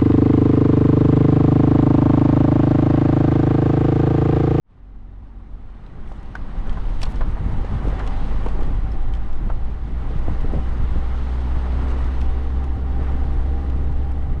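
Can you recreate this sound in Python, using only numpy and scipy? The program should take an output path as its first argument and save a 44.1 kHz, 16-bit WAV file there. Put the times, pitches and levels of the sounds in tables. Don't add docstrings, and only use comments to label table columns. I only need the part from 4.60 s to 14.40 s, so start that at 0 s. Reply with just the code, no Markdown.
import sys
import numpy as np
from scipy import signal
from scipy.io import wavfile
from scipy.ndimage import uniform_filter1d

SR = 44100
rng = np.random.default_rng(int(sys.argv[2]) if len(sys.argv) > 2 else 0)


def to_wav(sig):
    pcm = np.clip(np.atleast_2d(sig), -1, 1) * 32767
    pcm = np.round(pcm).astype(np.int16)
    wavfile.write(sys.argv[1], SR, pcm.T)


def decibels_to_gain(level_db):
    exponent = np.asarray(level_db, float) / 20
    return 10 ** exponent


N = 432180
T = np.arange(N) / SR

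# t/s, tyre roar level/dB, roughness level/dB
ROAD_LEVELS = [(0, -91, -71), (0.11, -62, -49.5), (0.3, -58.5, -46), (1.03, -53.5, -41), (1.5, -47.5, -40),
               (2.07, -41.5, -30.5), (2.45, -40, -27.5), (2.8, -40.5, -31), (3.35, -36.5, -31.5),
               (3.8, -37.5, -27), (4.3, -41.5, -30.5), (5.2, -44.5, -33), (5.6, -39.5, -29),
               (6.6, -39, -34.5), (7.3, -36, -31.5), (8.28, -43, -31.5), (8.43, -39, -29.5),
               (9.8, -44.5, -30.5)]
# f/Hz, width/Hz, level/dB
SPRING_MODES = [(16.14, 6.46, -5), (26.16, 13.6, -9), (10.3, 12.4, -7.5)]
# t/s, lift/dB, half length/s
BODY_HEAVES = [(0.44, 12, 0.082), (1.03, 6, 0.084), (1.45, 9.5, 0.08), (2.09, 4.5, 0.19), (2.29, 1, 0.023),
               (0.3, 4, .08), (0.92, 7, 0.04), (2.64, 6, 0.062), (2.98, 11, 0.034), (3.6, 2.5, 0.13),
               (3.98, 7, 0.073), (4.15, 11, 0.062), (4.45, 8, 0.14), (4.86, 10.5, 0.27), (5.38, 2, 0.055),
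               (5.59, 8, 0.056), (5.83, 7, 0.11), (6.22, 6.5, 0.22), (6.52, 7, 0.27), (6.95, 5.5, 0.1),
               (7.3, 2.5, 0.38), (7.7, 7.5, 0.15), (8.13, 0.5, 0.055), (8.33, 9, 0.054), (8.79, 6.5, 0.11),
               (9.33, 6.5, 0.069), (9.72, 10.5, 0.024)]
# t/s, lift/dB, half length/s
STONE_RUNS = [(1.42, 3.5, 0.17), (2.07, 2, .06), (2.35, -4.5, 0.079), (2.67, 4, 0.076), (2.9, 10, 0.083),
              (3.14, 9.5, .04), (3.28, 10, 0.069), (3.72, 1.5, 0.07), (4.09, 5, 0.039), (4.31, 0, 0.04),
              (4.86, 8, 0.032), (5.45, 2.5, .08), (5.7, 8, 0.043), (5.95, 7.5, 0.063), (6.19, 4, .05),
              (6.35, 7.5, 0.042), (6.75, 1.5, 0.025), (7.3, 4.5, 0.24), (7.8, 0, .06), (8.14, 3, 0.058),
              (8.37, 2.5, 0.19), (9.2, 1.5, 0.25), (9.42, 0, 0.079), (9.64, 2, 0.094)]
# t/s, lift/dB, half length/s
SANDY_STRETCHES = [
    (2.4, 3, 0.17),
    (3.62, 1.5, 0.14),
    (5.7, 0.5, 0.46),
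    (6.65, 2, 0.39),
]
# t/s, lift/dB, half length/s
ROAR_SWELLS = [
    (3.4, 2, 0.037),
    (3.48, 2, 0.033),
    (8.4, 1, 0.026),
    (8.5, 2, 0.05),
    (2.1, 3, 0.035),
    (7.3, 0.5, 0.056),
]
# t/s, lift/dB, half length/s
RATTLE_BURSTS = [(1.485, 12, .02), (1.525, 12, .025), (1.575, 11, .03), (1.63, 6, .02), (2.09, 6, .03),
                 (2.428, 21, 0.026), (2.51, 8, .03), (3.47, 10, .02), (3.89, 6, .02), (4.03, 6, .02),
                 (4.545, 11, .02), (5.5, 6, .02), (5.82, 4, .03), (7.3, 8, .025), (7.615, 7, .02)]
# f/Hz, density level/dB per Hz
RUMBLE_SPECTRUM = [(25, -26.5), (40, 8.5), (90, -0.5), (140, -2), (220, -7), (300, -11), (450, -21),
                   (800, -26.5), (1500, -70.5)]
# f/Hz, density level/dB per Hz
ROAR_SPECTRUM = [(180, -22), (300, -6), (636, -10), (779, -11.5), (857, -8), (1220, -11), (1730, -17.5),
                 (1890, -15.5), (2380, -24), (3000, -28.5), (3900, -61.5), (6600, -120)]
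# f/Hz, density level/dB per Hz
GRIT_SPECTRUM = [(1500, -17), (2500, -5.5), (3000, -0.5), (3800, -3.5), (5700, -14.5), (6500, -15.5),
                 (7500, -22.5), (8500, -17), (9300, -27), (11000, -34), (11600, -72.5), (17000, -98.5)]
# f/Hz, density level/dB per Hz
RATTLE_SPECTRUM = [(2500, -18.5), (4500, -3), (8500, -4), (11000, -13), (11800, -29.5), (15500, -26.5),
                   (17000, -69)]
# t/s, peak level/dB, f/Hz
WHEEL_THUMPS = [(2.614, -17, 136), (2.802, -4, 110), (2.858, -7, 90), (2.901, -24, 110), (2.926, -4.5, 124),
                (3.024, -23, 137), (3.152, -17, 108), (3.245, -26, 110), (3.299, -11, 110),
                (3.592, -27, 116), (3.932, -12, 113), (5.489, -27, 118), (5.677, -11, 110),
                (5.838, -7.5, 146), (5.901, -11, 110), (5.929, -16, 129), (5.957, -1.5, 130),
                (5.553, -6, 150), (6.191, -1.5, 100), (6.231, -5, 95), (6.312, -7, 110), (6.358, -10, 110),
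                (6.961, -5.5, 127), (7.097, -42, 129), (8.363, -9, 138), (8.41, -6.5, 130),
                (8.778, -31, 141), (9.297, -4.5, 110), (1.987, -27, 160), (2.235, -27, 186),
                (2.994, -9.5, 250), (3.107, -17, 186), (3.122, -14, 230), (3.223, -5.5, 150),
                (3.622, -22, 172), (3.972, -17, 230), (4.183, -12, 186), (4.72, -18, 190),
                (4.809, -17, 180), (4.838, -19, 196), (5.091, -15, 160), (5.121, -19, 175),
                (5.655, -14, 200), (5.693, -22, 220), (5.785, -19, 240), (5.945, -25, 260),
                (5.965, -14, 280), (5.984, -21, 240), (6.292, -22, 240), (6.848, -18, 250),
                (7.606, -14, 196), (7.949, -16, 250), (7.986, -17, 156), (8.616, -23, 290),
                (8.678, -12, 250), (9.394, -16, 250), (9.573, -20, 260)]
# t/s, peak level/dB, ring f/Hz, level/dB of the rattle after the blow
TRIM_KNOCKS = [(1.516, -22.5, 920, -16), (1.752, -14.5, 1110, -7), (1.952, -25, 790, -18),
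               (2.172, -18.5, 1040, -10), (2.431, -18.5, 900, -3), (2.462, -28, 720, 4),
               (2.608, -24, 840, 7.5), (2.769, -20.5, 926, -11), (3.044, -19, 560, -2),
               (3.142, -24, 436, -12), (3.253, -13, 480, -9), (3.273, -10, 403, -15), (3.326, -18, 420, -4),
               (3.397, -26, 980, 7.5), (3.473, -32, 770, 0), (3.861, -12.5, 900, -3.5),
               (3.863, -11, 454, -7.5), (3.95, -22, 382, -3), (4.185, -25, 500, -12),
               (4.335, -24, 450, -10), (4.81, -22, 380, -13), (4.899, -19.5, 560, -9),
               (3.99, -16.5, 520, -7.5), (4.021, -12, 413, -15), (4.764, -24, 394, -12),
               (4.898, -21, 930, 3), (5.505, -21, 450, -6), (5.681, -10.5, 637, -12),
               (5.845, -17.5, 360, -4), (5.935, -10, 432, -9), (5.947, -19, 400, -10),
               (5.973, -21, 453, -4), (6.347, -27, 552, -7), (6.357, -15, 340, -11), (7.056, -23, 800, -4),
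               (8.392, -15.5, 400, -18)]
# t/s, peak level/dB, top end level/dB
LOOSE_TICKS = [(1.263, -50, -40), (1.519, -46, -20), (1.6286, -46.5, -20), (1.7522, -34, -22),
               (2.0938, -40, -30), (1.475, -48, -17), (2.416, -28, -19), (2.428, -29, -21),
               (2.4317, -25, -17), (2.4527, -37, -18), (2.502, -47, -9), (2.52, -48.5, -8),
               (2.5576, -39.5, -27), (3.047, -40, -33), (3.3, -42, -27), (3.393, -38, -23),
               (3.4654, -39, -16), (3.474, -31, -23), (3.862, -40, -17), (3.885, -37.5, -16.5),
               (4.029, -42, -14), (4.537, -38.5, -29), (4.55, -42, -22), (4.7283, -44, -20),
               (5.808, -43, -16), (7.2824, -41, -26), (7.613, -35, -18), (8.04, -42.5, -17),
               (9.0987, -40.5, -30), (9.5167, -45, -13), (1.2377, -60, -40), (1.658, -52, -22),
               (2.1277, -44, -25), (2.1716, -48, -25), (2.461, -40, -22), (2.4965, -50.5, -8),
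               (2.511, -46, -14), (3.2816, -41, -25), (4.0074, -41, -20), (4.3192, -48, -9),
               (4.569, -45, -25), (4.9009, -47, -20), (6.3855, -49, -25), (7.292, -43, -20),
               (7.304, -42, -21), (7.313, -44, -18), (7.415, -47, -20), (7.443, -43, -20),
               (7.607, -40, -25), (7.622, -43, -18), (9.7294, -53, -20)]
# t/s, peak level/dB, ring f/Hz, t60/s
METAL_CHINKS = [(2.07, -55, 6100, 0.055), (2.094, -36, 3200, 0.022), (2.4318, -17.5, 4440, 0.006),
                (2.437, -35, 3500, .015), (2.4315, -23, 5500, 0.008), (2.455, -35, 4270, .015),
                (1.263, -48, 3960, .015), (1.752, -24, 1500, 0.04), (4.899, -31, 1350, .03),
                (2.173, -31, 1030, .035), (5.6, -32, 800, .02), (3.474, -30, 750, 0.018),
                (1.598, -54, 5200, 0.014), (1.659, -52, 4500, .015), (4.03, -47, 4200, 0.015),
                (4.102, -50, 3570, .03), (4.317, -44, 5200, 0.021), (4.536, -38.5, 3100, 0.032),
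                (7.283, -51, 4940, .02)]
# t/s, firing rate f/Hz
FIRING_RATE = [(0.0, 46.11), (0.6, 45.35), (1.3, 44.1), (2.0, 43.56), (2.7, 44.62), (3.3, 47.2),
               (3.9, 49.43), (4.5, 51.94), (5.2, 54.97), (6.0, 58.69), (6.9, 61.92), (7.8, 64.71),
               (8.8, 66.48), (9.8, 67.34)]
# t/s, hum level/dB, intake ring level/dB
ENGINE_EFFORT = [(0, -92, -110), (0.1, -60, -86), (0.25, -39, -70.5), (1.4, -39, -61.5), (2.0, -32, -53.5),
                 (2.6, -27, -53), (3.0, -26, -48.5), (3.5, -25.5, -44), (4.2, -25, -49.5),
                 (4.7, -27.5, -48), (5.4, -27, -54), (5.9, -24.5, -46), (6.6, -23, -50), (7.0, -21, -45),
                 (7.5, -21.5, -48), (8.2, -22.5, -45), (8.9, -21.5, -46), (9.8, -23.5, -49)]
# f/Hz, level/dB
SHELL_RESPONSE = [(85, 18), (135, 2), (170, -7), (188, -2), (200, -19), (220, 5), (265, 1.5), (330, -6),
                  (400, -6.5), (470, -5.5), (530, -20), (700, -19)]
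# f/Hz, width/Hz, level/dB
PIPE_MODES = [(779, 63, 3), (1178, 90, -10)]
# from t/s, to t/s, share of strips
TOP_SURVIVES = [(1.47, 1.65, .6), (1.74, 1.78, .9), (1.93, 2.1, .5), (2.36, 2.72, .9), (2.83, 2.92, 1),
                (2.92, 2.98, .5), (3.2, 3.75, .35), (4.0, 4.1, .6), (4.2, 4.65, .45), (4.85, 5.55, .4),
                (5.64, 5.72, .4), (5.8, 5.93, 1), (6.17, 6.24, 1), (6.45, 6.6, .4), (7.27, 7.33, .4),
                (7.52, 7.67, .35), (7.9, 8.1, .6), (8.2, 8.35, .45), (8.37, 8.45, 1), (8.45, 8.55, .6),
                (8.67, 8.72, .4), (8.8, 8.82, 1), (8.84, 8.92, .4), (9.2, 9.3, .4), (9.37, 9.55, .7),
                (9.6, 9.73, .6)]


def evened(x):
    return x / np.sqrt(np.mean(x ** 2) + 1e-20)


def curves(rows):
    s, *columns = np.transpose(rows)
    return [np.interp(T, s, c) for c in columns]


def lifts(rows):
    return sum(db * np.exp(-((T - s) / max(half, 0.02)) ** 2) for s, db, half in rows)


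def add(mix, s, sound):
    part = mix[round(s * SR):][:len(sound)]
    part += sound[:len(part)]


def resonate(x, hz, width_hz):
    turn = np.exp(2j * np.pi * hz * np.arange(len(x)) / SR)
    r = np.exp(-np.pi * width_hz / SR)
    return 2 * (turn * signal.lfilter([1 - r], [1, -r], x / turn)).real


def band(x, lo_hz, hi_hz):
    sos = signal.butter(2, [lo_hz, min(hi_hz, 20000)], "band", fs=SR, output="sos")
    y = signal.sosfilt(sos, x)
    return y / abs(y).max()


def wander(hz):
    smoother = signal.butter(1, hz, fs=SR / 100, output="sos")
    coarse = signal.sosfiltfilt(smoother, rng.standard_normal(N // 100 + 2))
    return np.interp(np.arange(N) / 100, np.arange(len(coarse)), evened(coarse))


def noise(spectrum, patchy_db, flicker_db, size):
    hz = np.fft.rfftfreq(size, 1 / SR)
    frames = 4 * N // size + 5
    a, b, patches = rng.standard_normal((frames, len(hz), 3)).T
    patches = uniform_filter1d(patches, size=8, axis=0)
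    patches = evened(uniform_filter1d(patches, size=6, axis=1))
    flicker = evened(uniform_filter1d(rng.standard_normal(frames), size=3))
    f, level_db = np.transpose(spectrum)
    colour_db = np.interp(np.log(hz + 1), np.log(f + 1), level_db)[:, None]
    z = (a + 1j * b) * decibels_to_gain(colour_db + patchy_db * patches + flicker_db * flicker)
    x = signal.istft(z, nperseg=size, noverlap=3 * size // 4)[1]
    return evened(x[:N])


def suspension_boom(rough_db):
    level_db = -24.5 + 1.57 * (rough_db + 31) + lifts(BODY_HEAVES)
    shake = rng.standard_normal((len(SPRING_MODES), N))
    boom = 0
    for x, (hz, width_hz, db) in zip(shake, SPRING_MODES):
        boom = boom + decibels_to_gain(db) * evened(resonate(resonate(x, hz, width_hz), hz, width_hz))
    boom = evened(boom)
    boom = boom / np.sqrt(uniform_filter1d(boom ** 2, size=9000) + 0.29)
    return decibels_to_gain(level_db) * boom


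def stone_rumble(rumble_db):
    return decibels_to_gain(rumble_db + 0.5) * noise(RUMBLE_SPECTRUM, patchy_db=1.0, flicker_db=1.5, size=1024)


def tyre_roar(roar_db):
    return decibels_to_gain(roar_db - 2.3) * noise(ROAR_SPECTRUM, patchy_db=1.06, flicker_db=-0.3, size=512)


def grit_hiss(rolling_db):
    level_db = -57.85 + 1.02 * (rolling_db + 40) + lifts(SANDY_STRETCHES)
    return decibels_to_gain(level_db) * noise(GRIT_SPECTRUM, patchy_db=1.0, flicker_db=0.8, size=1024)


def fine_rattle(rumble_db, roar_db):
    level_db = 0.9 * (rumble_db + 29.5) + 0.35 * (roar_db + 40.0) - 76 + lifts(RATTLE_BURSTS)
    return decibels_to_gain(level_db) * noise(RATTLE_SPECTRUM, patchy_db=3.0, flicker_db=2.5, size=1024)


def road():
    rolling_db, rough_db = curves(ROAD_LEVELS)
    stones_db = lifts(STONE_RUNS)
    rumble_db = rough_db + stones_db
    roar_db = rolling_db + 0.15 * stones_db + lifts(ROAR_SWELLS)
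    floor = suspension_boom(rough_db) + stone_rumble(rumble_db)
    return floor + tyre_roar(roar_db) + grit_hiss(rolling_db) + fine_rattle(rumble_db, roar_db)


def thumps():
    out, t = np.zeros(N), np.arange(3000) / SR
    for s, db, hz in WHEEL_THUMPS:
        pulse = np.exp(-((t - 0.006) * hz * 2.9) ** 2)
        push = band(pulse, 0.9 * hz, 5.0 * hz)
        add(out, s, decibels_to_gain(db - 11.5) * rng.choice([-1, 1]) * push)
    return out


def knocks():
    out, t = np.zeros(N), np.arange(4000) / SR
    t60 = 0.082
    puffs = rng.standard_normal((len(TRIM_KNOCKS), len(t)))
    for (s, db, hz, rattle_db), puff in zip(TRIM_KNOCKS, puffs):
        pulse = np.exp(-((t - 0.0035) * hz * 2.96) ** 2)
        blow = band(pulse, 0.67 * hz, 2.8 * hz)
        decay = decibels_to_gain(-60 * t / t60 * (hz / 600) ** 0.5)
        puff = puff * decay * np.minimum(t / 0.0053, 1)
        rattle = band(band(puff, 0.69 * hz, 1.43 * hz), 290, 5200)
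        add(out, s - 0.002, decibels_to_gain(db - 6.0) * (blow + decibels_to_gain(rattle_db) * rattle))
    return out


def ticks():
    out, t = np.zeros(N), np.arange(3000) / SR
    ring_hz, t60 = 3800, 0.024
    puffs = rng.standard_normal((len(LOOSE_TICKS), len(t)))
    for (s, db, top_db), puff in zip(LOOSE_TICKS, puffs):
        puff = puff * decibels_to_gain(-60 * t / t60) * np.minimum(t / 0.0014, 1)
        ring = band(band(puff, 0.35 * ring_hz, 0.85 * ring_hz), 2200, 11000)
        ring = ring + 0.33 * band(band(puff, 2000, 7000), 2000, 7000)
        top = band(band(puff, 7500, 13000), 8000, 12000)
        top = top + 0.3 * band(puff, 12000, 15500)
        add(out, s, decibels_to_gain(db - 1.0) * (ring + decibels_to_gain(top_db + 2.0) * top))
    return out


def chinks():
    out, t = np.zeros(N), np.arange(3000) / SR
    for s, db, hz, t60 in METAL_CHINKS:
        decay = decibels_to_gain(db - 60 * t / max(t60, 0.004))
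        rise = np.minimum(t / (0.07 * t60), 1)
        add(out, s, decay * rise * np.sin(2 * np.pi * hz * t))
    return out


def engine_orders(hz, turns, hum_db):
    load_db = hum_db - 27.5 + 0.5037 * np.maximum(hz - 55, 0)
    drone_db = 4.5 * np.clip(2 * (2.1 - T) + 0.5, 0, 1)
    f, shell_db = np.transpose(SHELL_RESPONSE)
    orders = 0
    for k in range(2, 11):
        order_db = np.interp(k * hz, f, shell_db) + 1.5 * wander(hz=8.3)
        if k in (5, 6):
            order_db = order_db + drone_db
        orders = orders + decibels_to_gain(load_db + order_db) * np.sin(2 * np.pi * (k * turns + rng.random()))
    return orders


def intake_pipes(turns, pipe_db):
    pulses = sum(np.cos(2 * np.pi * k * turns) for k in range(9, 30))
    pulses = pulses * decibels_to_gain(0.51 * wander(hz=29))
    driven = evened(pulses) + 0.9 * 4 * rng.standard_normal(N)
    pipes = 0
    for hz, width_hz, db in PIPE_MODES:
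        pipes = pipes + decibels_to_gain(db) * resonate(resonate(driven, hz, width_hz), hz, width_hz)
    return decibels_to_gain(pipe_db - 0.4 + 1.5 * wander(hz=4.2)) * evened(pipes)


def engine():
    hz = uniform_filter1d(curves(FIRING_RATE)[0], size=15000)
    hum_db, pipe_db = curves(ENGINE_EFFORT)
    turns = np.cumsum(hz * (1 + 0.002 * wander(hz=5.44))) / SR
    hum = decibels_to_gain(hum_db + 0.45 * wander(hz=5.6)) * np.sin(2 * np.pi * turns)
    return np.sqrt(2) * (hum + engine_orders(hz, turns, hum_db)) + intake_pipes(turns, pipe_db)


def scene():
    return (road() + thumps() + knocks() + ticks() + chinks() + engine())[None]


def top_in_patches(x):
    edge_hz, calm_share = 11200, 0.07
    hz, t, z = signal.stft(x[0], SR, nperseg=1024)
    share = calm_share * (t > 1)
    share = share + sum((t > a) * (t < b) * part for a, b, part in TOP_SURVIVES)
    height = np.clip((hz[:, None] - edge_hz) / 4500, 0, 1)
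    chance = share ** (0.6 + 2.6 * height) + np.exp(-30 * height)
    dice = np.kron(rng.random((len(t) // 3 + 1, 103)).T, np.ones((5, 3)))[:len(hz), :len(t)]
    top = hz[:, None] > edge_hz
    power = (abs(z) ** 2 * top).sum(0)
    loud_crack = power > 30 * np.median(power)
    kept = ~top | (dice < chance) | loud_crack
    return signal.istft(z * kept, SR, nperseg=1024)[1][None, :N]


def top_cut(x):
    return signal.sosfilt(signal.butter(12, 15700, fs=SR, output="sos"), x)


def record(dry):
    bass = signal.sosfiltfilt(signal.butter(2, 150, fs=SR, output="sos"), dry)
    limit = 0.37
    squashed = limit * np.tanh(1.086 * bass / limit)
    fade = np.clip(T / 0.08, 0, 1) * np.clip((T[-1] - T) / 0.008, 0, 1)
    heard = fade * (dry - bass + squashed - 0.001)
    return top_cut(top_in_patches(heard))


dry = scene()
out = record(dry)
to_wav(out)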